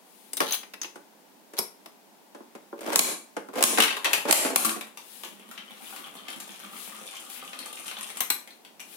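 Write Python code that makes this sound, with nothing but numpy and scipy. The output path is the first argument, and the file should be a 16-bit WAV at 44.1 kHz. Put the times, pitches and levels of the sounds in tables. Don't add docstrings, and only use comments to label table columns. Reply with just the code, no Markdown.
import sys
import numpy as np
from scipy import signal
from scipy.fft import rfft, irfft
from scipy.io import wavfile
from scipy.ndimage import uniform_filter1d, minimum_filter1d

SR = 44100
rng = np.random.default_rng(int(sys.argv[2]) if len(sys.argv) > 2 else 0)


def unload_wav(signal):
    wavfile.write(
        sys.argv[1],
        SR,
        np.round(np.clip(np.atleast_2d(signal).T, -1, 1) * 32767).astype(np.int16),
    )


N = 395136

# frequency in Hz, seconds to die by 60 dB.
ROOM_T60 = [(200, 0.37), (600, 0.33), (1500, 0.37), (4000, 0.33), (10000, 0.34), (16000, 0.23)]
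# frequency in Hz, left-right correlation.
MIC_CORRELATION = [(150, 0), (400, 0.66), (900, 0.1), (2000, 0), (16000, 0)]
# frequency in Hz, left over right in dB.
MIC_BALANCE = [(250, -4), (800, -2.5), (2000, 2), (7500, 0), (11000, 8.5), (15000, 10)]

# frequency in Hz, relative density in dB.
AIR_COLOUR = [(59, -64), (100, -19.5), (215, 2), (335, -3), (406, -3.5), (452, -6), (547, -6.5), (891, -4),
              (1200, -13.5), (16000, -24)]
SWISH_COLOUR = [(300, 1), (1500, 1.5), (3500, 7.5), (6000, 2.5), (10000, 8), (13000, 2.5), (16000, 0.5)]
ROLL_COLOUR = [(170, -2.5), (260, 0), (800, 1), (1800, -3), (3300, -3), (5000, -22), (9800, -6.5),
               (16000, -17)]
RATTLE_COLOUR = [(1500, -23), (3800, 0), (5200, 5), (7200, 7), (9800, 10.5), (11500, -4), (12800, 7),
                 (14200, -11), (15500, -17)]
SCRAPE_COLOUR = [(300, -33), (600, 6), (2300, 1), (2800, 3.5), (4200, -1), (5400, -2), (6300, -6),
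                 (8300, -10), (10500, -1.5), (16000, -13)]
GRIND_COLOUR = [(88, -12.5), (150, -52), (226, -4.5), (566, -2.5), (1940, -19), (2180, -15), (4080, -23.5),
                (12700, -29.5), (16000, -37)]
# frequency in Hz, gain in dB.
PLASTIC_COLOUR = [(220, -16.5), (600, -6.5), (1800, -5.5), (2900, -1.5), (4800, -5), (7000, 0),
                  (10000, -0.5), (15500, -6.5)]
METAL_COLOUR = [(250, 3), (600, 0.5), (1500, 2.5), (3000, 1), (5000, -2), (9500, 0), (12000, 0.5),
                (13800, -6), (15500, 0)]
HOUSING_COLOUR = [(200, -2), (450, -2), (800, -7.5), (1500, 5), (4000, -9.5), (9500, -10), (15500, -24)]
PAWL_COLOUR = [(250, -3), (1000, 2.5), (1900, 1), (3000, 2), (4800, 0.5), (7300, 0.5), (8400, 3), (9600, 4),
               (12500, 1), (14300, -3.5), (15500, -1)]

# frequency in Hz, width in Hz, gain in dB.
HELIX_MODES = [(554, 30, -5), (790, 60, -9), (1200, 100, -0.5), (1420, 140, -13), (2450, 700, -6.5),
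               (3040, 500, -6), (3510, 260, -5)]
FLAP_MODES = [(800, 100, 5), (1070, 160, 5), (2160, 360, 4), (2950, 300, -8), (4110, 160, -2),
              (6150, 330, 4.5), (8000, 470, 6.5), (9700, 540, -2), (12550, 400, 11.5), (13600, 400, 8),
              (15050, 800, 10)]
COIN_MODES = [(5070, 260, 4.5), (5960, 190, 0), (8753, 40, -17), (10300, 400, -4), (12500, 220, -4),
              (15050, 350, 1)]
SLOT_MODES = [(2350, 300, 0), (5030, 200, 7), (5360, 165, 13), (9050, 450, 3), (10400, 400, 3),
              (11420, 180, 12), (12080, 240, 8), (15050, 350, 3)]
SLOT_LIP_MODES = [(3320, 270, 3), (4120, 690, 10.5), (6240, 220, 14.5)]
SQUEAL_MODES = [(9700, 250, -4), (10850, 360, -2), (12700, 350, -4), (14900, 410, -2)]
GLOBE_MODES = [(1030, 130, 4), (1585, 71, 8), (2190, 110, 0), (2680, 90, 0), (2800, 89, -23),
               (3110, 17, -7)]
HOUSING_MODES = [(240, 50, -11), (294, 120, -15), (456, 8.7, 2), (570, 12, 4.5), (850, 16, 3)]
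STOP_MODES = [(222, 5, 26), (326, 7, 21), (355, 7, 21), (1210, 78, 2.6)]
PAWL_MODES = [(1085, 55, -6), (2400, 320, -4), (7240, 510, -8.5), (10600, 400, -11)]

# middle in seconds, length in seconds, level in dB.
SWISHES = [(0.228, 0.94, -60), (5.176, 0.68, -49.5), (5.92, 0.58, -48.5), (6.83, 0.47, -44.5),
           (7.352, 0.25, -44.5), (8.95, 0.36, -50)]
# start in seconds, strength, bass and treble in dB, strongest resonance in Hz, its prominence in dB.
BALL_HOPS = [(4.973, -6, -13.5, -13.5, 762, 3), (5.235, -2, -10, -16.5, 2960, 0),
             (5.248, -12.5, -9, -8.5, 3000, 3), (5.5125, -7.5, -17, -13.5, 1270, 11),
             (5.577, -3.5, -36, -35, 3060, 5), (5.868, -12.5, -23, -21, 3050, 11),
             (5.926, -9.5, -6.5, -27, 1160, 20), (5.962, -6.5, -12, -13, 1130, 6),
             (6.041, -8, -32, -30, 3230, 17), (6.2835, -1.5, -10, -18, 3487, -4),
             (6.302, -9, -12, -10, 10300, 15), (6.328, -10.5, -17, -13, 3200, 3),
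             (6.402, -9.5, -15, -5.5, 3770, -9), (6.478, -17, -8, -8, 9900, 0),
             (6.545, -15, -19, -15, 9500, -2), (6.6, -10.5, -16, -15, 1160, 4),
             (6.922, -7.5, -23, -21, 1195, 23), (7.1363, -12, -6, -18, 1170, 27),
             (7.1669, -7, -22, -13, 3130, 19), (7.3, -12.5, -18, -6, 3420, 3),
             (7.5306, -3, -15, -22, 1200, 7), (7.59, -4, -32, -13.5, 4120, 26),
             (7.858, -9, -20, -16, 3420, 4), (7.88, -2, -22, -12.5, 3000, 4),
             (7.912, -1, -17, -21, 1260, 3), (7.933, -15, -16, -22, 1260, 18),
             (7.968, -3.5, -17, -30, 3420, 11), (7.9872, -6, -20, -13, 1060, 22),
             (8.0292, -7, -18, -6, 9100, 25), (8.1013, -6.5, -8.5, -12, 9500, 3),
             (8.171, -6.5, -11, -5.5, 9600, 16), (8.475, -10, -14, -17, 2120, 8),
             (8.506, -15.5, -26, -16, 4130, 9), (8.649, -13, -12, -17, 4720, -3),
             (8.796, -10, -18, -16, 5780, 13), (8.802, -8.5, -14.5, -10.5, 2390, 8),
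             (8.927, -17, -15, -20, 2400, 4)]
FLAP_HITS = [(8.2053, 1, -18.5, -5, 3300, 4), (8.302, 5.5, -20.5, -7.5, 4150, 12)]
STOP_HITS = [(4.648, 13, -31, -7, 1150, 14), (4.654, 5.5, -24, -0.5, 9960, 12),
             (4.662, -2, -25, 4, 12400, 9), (4.693, 3.5, -38, -12, 1210, 5)]
# start in seconds, strength, bass and treble in dB,
# strongest resonance in Hz, its prominence in dB, chatter in seconds.
COIN_CLINKS = [(0.3322, -11, -10.5, 5, 8700, 18, 0.0036), (0.3693, -9, -13, 3, 8750, 9, .002),
               (0.375, -5, -22, -7, 3700, 10, 0.0044), (0.404, 8.5, -12.5, -13, 1180, 6, 0.0018),
               (0.414, 2, -9, -13, 1500, 1, .008), (0.523, -9, -34, 7, 6440, 20, 0.0025),
               (0.549, -15, -32, 3, 11100, -3, 0.00088), (0.631, -11, -15, -20, 2590, -1, 0.0033),
               (0.7363, -8, -16, -15, 2530, -2, 0.0053), (0.8154, -4, -22, -4, 6280, 27, 0.0026),
               (0.832, -7.5, -29, -11.5, 5000, 7, 0.0022), (0.844, -4.5, -16.5, -25, 2630, 5, 0.0034),
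               (1.8593, -14.5, -7, -11.5, 2000, 2, 0.0027)]
# start and length in seconds, final level in dB, swell in dB, squeal against rub in dB.
COIN_SCRAPES = [(0.426, 0.083, -38, 3, -11), (0.509, 0.045, -33, 4, -2.5), (0.826, 0.039, -47, 4, -28),
                (1.566, 0.017, -31.5, 17, -14)]
# start in seconds, strength in dB.
COIN_DROP = [(1.5842, -11), (1.5889, -3)]
# start in seconds, strength, bass and treble in dB, strongest resonance in Hz.
GLOBE_FALLS = [(3.7745, 10.5, -6.5, -18, 1530), (3.802, 19.5, -26, -16, 2870),
               (3.8221, 16.5, -37, -16, 2970), (3.836, 14.5, -34, -15, 2950),
               (3.8795, 10.5, -28, -38, 2040), (3.905, 8, -15, -36, 2650), (3.926, 3, -11, -32, 2900),
               (3.9668, 4, -9.5, -20.5, 1060), (4.045, 11.5, -17.5, -15, 1770), (4.051, 10, -13, -20, 2000),
               (4.0573, 12, -7.5, -23, 2330), (4.1321, 17, -15, -12, 2420), (4.81, -0.5, -10, -13.5, 2380)]
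# start, loading time and length in seconds, peak in dB.
HANDLE_TURNS = [(2.779, 0.18, 0.31, -29), (3.531, 0.065, 0.2, -28.5), (4.257, 0.027, 0.34, -27)]
# start in seconds, strength in dB, hardness in dB (flesh below 0, steel above).
HOUSING_KNOCKS = [(0.403, 6, -8), (0.957, -12.5, -1.5), (1.5352, -13, 0), (2.3478, -15, -3.5),
                  (2.4048, -26.5, -11.5), (2.551, -13, -3.5), (2.7278, -21.5, -16), (2.807, -13.5, 4.5),
                  (2.842, -22, 4), (2.863, -6.5, -0.5), (2.88, -9, -11.5), (2.93, 3.5, 1), (3.3661, -1, -6),
                  (3.4862, -15, -6), (3.537, -10.5, -3), (3.5555, -3, -3), (3.783, 15, -3.5),
                  (4.2527, 0, -6), (4.2848, 4, -1.5), (4.293, 5, -2), (4.4491, 5, -3), (4.5, -3.5, 2),
                  (4.763, -6.5, -2.5)]
# start in seconds, strength in dB, left over right
# in dB, strongest resonance in Hz, its prominence in dB, chatter in seconds.
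PAWL_SNAPS = [(2.9585, 24, -1.5, 7040, -2, 0.0014), (2.9916, 23.5, -5.5, 12200, -11, .003),
              (3.6257, 21, -2, 9500, -6, 0.0023), (3.6376, 24, -5, 9400, 1, .002),
              (4.3097, 26.5, -9, 9400, 1, 0.0027), (4.3256, 26.5, -0.5, 11100, 0, 0.0035),
              (4.5595, 27.5, -2, 13200, 0, 0.0029)]


def amp(db):
    return 10 ** (np.asarray(db) / 20)


def unit_rms(x):
    return x / np.sqrt(np.mean(x ** 2) + 1e-20)


def curve_at(points, hz):
    point_hz, value = np.transpose(points)
    return np.interp(np.log(hz + 1), np.log(point_hz), value)


def panned(x, left_db):
    return x * amp([[left_db / 2], [-left_db / 2]])


def add(mix, start_s, sound):
    part = mix[:, max(round(start_s * SR), 0):][:, :sound.shape[1]]
    part += sound[:, :part.shape[1]]


def impulse(start_s, db=0):
    push = np.zeros((2, N))
    add(push, start_s, np.full((2, 1), amp(db)))
    return push


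def coloured(x, colour, size=4096):
    hz = abs(np.fft.fftfreq(size, 1 / SR))
    log_gain = np.log(amp(np.maximum(curve_at(colour, hz), -100)))
    taps = np.fft.ifft(np.exp(np.conj(signal.hilbert(log_gain)))).real
    return signal.oaconvolve(x, taps[None, :size // 2], axes=1)[:, :x.shape[1]]


def resonances(x, modes):
    return sum(amp(db) * signal.lfilter(*signal.iirpeak(hz, hz / width, SR), x + 1e-15)
               for hz, width, db in modes)


def stereo_noise(size=N, envelope=1):
    mid, side = rfft(envelope * rng.standard_normal((2, size)))
    correlation = curve_at(MIC_CORRELATION, np.fft.rfftfreq(size, 1 / SR))
    mid, side = mid * np.sqrt((1 + correlation) / 2), side * np.sqrt((1 - correlation) / 2)
    return irfft([mid + side, mid - side], size)


def slips(per_s, spread_db, contact_s):
    sizes = amp(spread_db * np.minimum(rng.exponential(1, N), 4))
    catches = sizes * (rng.random(N) < per_s / SR)
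    power = signal.oaconvolve(catches ** 2, np.exp(-np.arange(512) / SR / contact_s))[:N]
    return stereo_noise(envelope=np.sqrt(abs(power)))


def stroke(start_s, rise_s, length_s, peak_db, swell_db, ease_db_per_s, release_db_per_s):
    t = np.arange(N) / SR - start_s
    climb_db = -swell_db * np.clip(1 - t / rise_s, 0, 1)
    fall_db = ease_db_per_s * np.maximum(t - rise_s, 0) + release_db_per_s * np.maximum(t - length_s, 0)
    return (t >= 0) * amp(np.maximum(peak_db + climb_db - fall_db, -150))


def blows(colour, start_s, db, bass_db, treble_db, ring_hz, ring_db, chatter_s=0, *,
          left_db, decay_s, bass_extra_s, width_hz):
    t, out = np.arange(6000) / SR, np.zeros((2, N))
    bands = [signal.butter(3, edges_hz, "band", fs=SR, output="sos")
             for edges_hz in ((190, 855), (950, 4200), (5200, 14750))]
    decays_s = (decay_s + bass_extra_s, decay_s * 1.74, decay_s)
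    rows = np.broadcast(start_s, db, bass_db, treble_db, left_db, ring_hz, ring_db, chatter_s)
    for start, strength, bass, treble, left, hz, prominence, chatter in rows:
        noise, clatter = stereo_noise(len(t)), 0
        for band, band_db, tau in zip(bands, (bass, -8, treble), decays_s):
            envelope = np.exp(-np.maximum(t - chatter, 0) / tau)
            burst = signal.sosfilt(band, noise * envelope + 1e-15)
            burst += resonances(burst, [(hz, width_hz, prominence)])
            clatter += amp(band_db) * burst / np.linalg.norm(burst, axis=1, keepdims=True)
        add(out, start, panned(amp(strength) * clatter, left))
    return coloured(out, colour)


def showroom(x, wet_db, left_db, t60_share=1, drift_s=1.3):
    source = x.sum(0, keepdims=True) / np.sqrt(2)
    drift = 2 * np.pi * np.arange(N) / SR / drift_s
    for share in (np.cos(drift), np.sin(drift)):
        hz, t, spectrum = signal.stft(stereo_noise(32768), SR, nperseg=256)
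        decay = amp(-60 * t / t60_share / curve_at(ROOM_T60, hz)[:, None])
        tail = signal.istft(spectrum * decay, SR, nperseg=256)[1]
        tail *= 1 - np.exp(-(np.arange(tail.shape[1]) / SR / 0.0024) ** 2)
        echo = signal.oaconvolve(share * source, tail / np.linalg.norm(tail[0]), axes=1)[:, :N]
        x = x + panned(amp(wet_db) * echo, left_db)
    return x


def room_tone(level_db=-57):
    return panned(amp(level_db) * unit_rms(coloured(stereo_noise(), AIR_COLOUR)), left_db=1)


def sleeve():
    t = np.arange(N) / SR
    swell = sum(amp(db) * np.exp(-((t - middle) / (length / 4.64)) ** 2)
                for middle, length, db in SWISHES)
    return panned(swell * unit_rms(coloured(stereo_noise(), SWISH_COLOUR)), left_db=6)


def rolling(start_s=5.17, outlet_s=8.17, gather_s=0.57, entry_speed=0.15, run_out_db_per_s=72):
    t = np.arange(N) / SR
    speed = 1 - (1 - entry_speed) * np.exp(-np.maximum(t - start_s, 0) / gather_s)
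    on_helix = (t > start_s) * amp(-run_out_db_per_s * np.maximum(t - outlet_s, 0))
    rumble = unit_rms(coloured(slips(per_s=340, spread_db=7.5, contact_s=0.0019), ROLL_COLOUR))
    hollow = unit_rms(sum(resonances(slips(per_s=42, spread_db=3, contact_s=0.0012), [mode])
                          for mode in HELIX_MODES))
    wobble = unit_rms(uniform_filter1d(rng.standard_normal(N), size=2000))
    body = amp(-53.5 + 1.1 * wobble) * (0.7 * rumble + hollow)
    ticks = amp(2 * wobble) * slips(per_s=70, spread_db=3, contact_s=0.0005)
    rattle = amp(-52 + 4.5 * (t - outlet_s)) * unit_rms(coloured(ticks, RATTLE_COLOUR))
    drone = amp(-61 - 1.5 * (t - start_s)) * unit_rms(resonances(rumble, [(212.7, 19, 0)]))
    return panned(on_helix * (speed ** 0.97 * (body + rattle) + drone), left_db=0.5)


def seam(start_s=7.589, spin_s=0.0695, spins=5):
    return blows(PLASTIC_COLOUR, start_s + spin_s * np.arange(spins), db=-14.5, bass_db=-4, treble_db=-3,
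                 ring_hz=9300, ring_db=11, left_db=2, decay_s=0.0037, bass_extra_s=0.0011, width_hz=1300)


def helix():
    hops = blows(PLASTIC_COLOUR, *np.transpose(BALL_HOPS),
                 left_db=3, decay_s=0.0034, bass_extra_s=0.0012, width_hz=260)
    return showroom(rolling() + seam() + hops, wet_db=1, left_db=3)


def flap():
    hits = blows(METAL_COLOUR, *np.transpose(FLAP_HITS), chatter_s=0.0011,
                 left_db=0.5, decay_s=0.0036, bass_extra_s=0.0029, width_hz=300)
    return showroom(hits + resonances(hits, FLAP_MODES), wet_db=-3, left_db=3, t60_share=0.87)


def coin(ping_hz=5350):
    catches = slips(per_s=600, spread_db=2, contact_s=0.0005)
    rub = unit_rms(coloured(catches + resonances(catches, SLOT_LIP_MODES), SCRAPE_COLOUR))
    squeal = unit_rms(resonances(catches, SQUEAL_MODES))
    scrape = 0
    for start, length, db, swell_db, squeal_db in COIN_SCRAPES:
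        pressure = stroke(start, length, length, db, swell_db, ease_db_per_s=0, release_db_per_s=1400)
        scrape += pressure * (rub + amp(squeal_db) * squeal)
    clinks = blows(METAL_COLOUR, *np.transpose(COIN_CLINKS),
                   left_db=1.5, decay_s=0.003, bass_extra_s=0.005, width_hz=380)
    clinks += resonances(clinks, COIN_MODES)
    drop = blows(METAL_COLOUR, *np.transpose(COIN_DROP), bass_db=-3.5, treble_db=0, ring_hz=1110,
                 ring_db=0, left_db=-4, decay_s=0.0037, bass_extra_s=0.0034, width_hz=770)
    drop += resonances(drop, SLOT_MODES)
    ping = resonances(impulse(COIN_DROP[-1][0]), [(ping_hz, 70, 17)])
    direct = clinks + panned(scrape, left_db=1.5) + drop + ping
    return showroom(direct, wet_db=-6, left_db=2.5, t60_share=0.85)


def globe():
    falls = blows(PLASTIC_COLOUR, *np.transpose(GLOBE_FALLS), ring_db=2,
                  left_db=2.5, decay_s=0.0049, bass_extra_s=0.013, width_hz=210)
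    fall_power = signal.oaconvolve((falls ** 2).mean(0), signal.windows.hann(4400) / 2200)[:N]
    clacks = unit_rms(coloured(slips(per_s=80.4, spread_db=3, contact_s=0.0014), ROLL_COLOUR))
    heap = falls + amp(-15) * np.sqrt(abs(fall_power)) * clacks
    return showroom(heap + amp(-9) * resonances(heap, GLOBE_MODES), wet_db=-2.5, left_db=3)


def handle():
    teeth = unit_rms(coloured(slips(per_s=380, spread_db=2.1, contact_s=0.002), GRIND_COLOUR))
    load = sum(stroke(*turn, swell_db=18, ease_db_per_s=40, release_db_per_s=307)
               for turn in HANDLE_TURNS)
    start_s, db, hardness_db = np.transpose(HOUSING_KNOCKS)
    bass_db = -5 - 0.24 * db - 0.95 * hardness_db
    knocks = blows(HOUSING_COLOUR, start_s, db, bass_db, treble_db=hardness_db - 0.5, ring_hz=536,
                   ring_db=-18, left_db=2, decay_s=0.0085, bass_extra_s=0.0022, width_hz=16)
    knocks += resonances(knocks, HOUSING_MODES)
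    return showroom(panned(load * teeth, left_db=0.5) + knocks, wet_db=-6.5, left_db=2.5)


def ratchet():
    start_s, db, left_db, ring_hz, ring_db, chatter_s = np.transpose(PAWL_SNAPS)
    snaps = blows(PAWL_COLOUR, start_s, db, bass_db=-11.5, treble_db=-2.5, ring_hz=ring_hz,
                  ring_db=ring_db, chatter_s=chatter_s,
                  left_db=left_db, decay_s=0.0015, bass_extra_s=0.0006, width_hz=280)
    snaps += resonances(snaps, PAWL_MODES)
    stop = blows(PAWL_COLOUR, *np.transpose(STOP_HITS),
                 left_db=3, decay_s=0.0051, bass_extra_s=0.0039, width_hz=170)
    housing_ring = resonances(impulse(STOP_HITS[0][0], db=8), STOP_MODES)
    return showroom(snaps + stop + housing_ring, wet_db=-6.5, left_db=0)


def scene():
    return coin() + handle() + ratchet() + globe() + helix() + flap() + sleeve() + room_tone()


def record(dry, shelf_hz=174, ceiling_db=-2, recovery_db_per_s=135, top_hz=16000):
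    x = signal.sosfilt(signal.butter(6, shelf_hz, "high", fs=SR, output="sos"), dry) + amp(-16) * dry
    left_db = curve_at(MIC_BALANCE, np.fft.rfftfreq(N, 1 / SR))
    x = irfft(rfft(x) * amp([left_db / 2, -left_db / 2]), N)
    over_db = np.maximum(20 * np.log10(abs(x).max(0) + 1e-9) - ceiling_db, 0)
    over_db = -minimum_filter1d(-over_db, size=65)
    recovery_db = np.arange(N) / SR * recovery_db_per_s
    held_db = np.maximum.accumulate(over_db + recovery_db) - recovery_db
    x = x / amp(uniform_filter1d(held_db, size=49))
    low_pass = signal.firwin(255, top_hz, window=("kaiser", 9), fs=SR)
    return signal.oaconvolve(x, low_pass[None], "same")


dry = scene()
out = record(dry)
unload_wav(out)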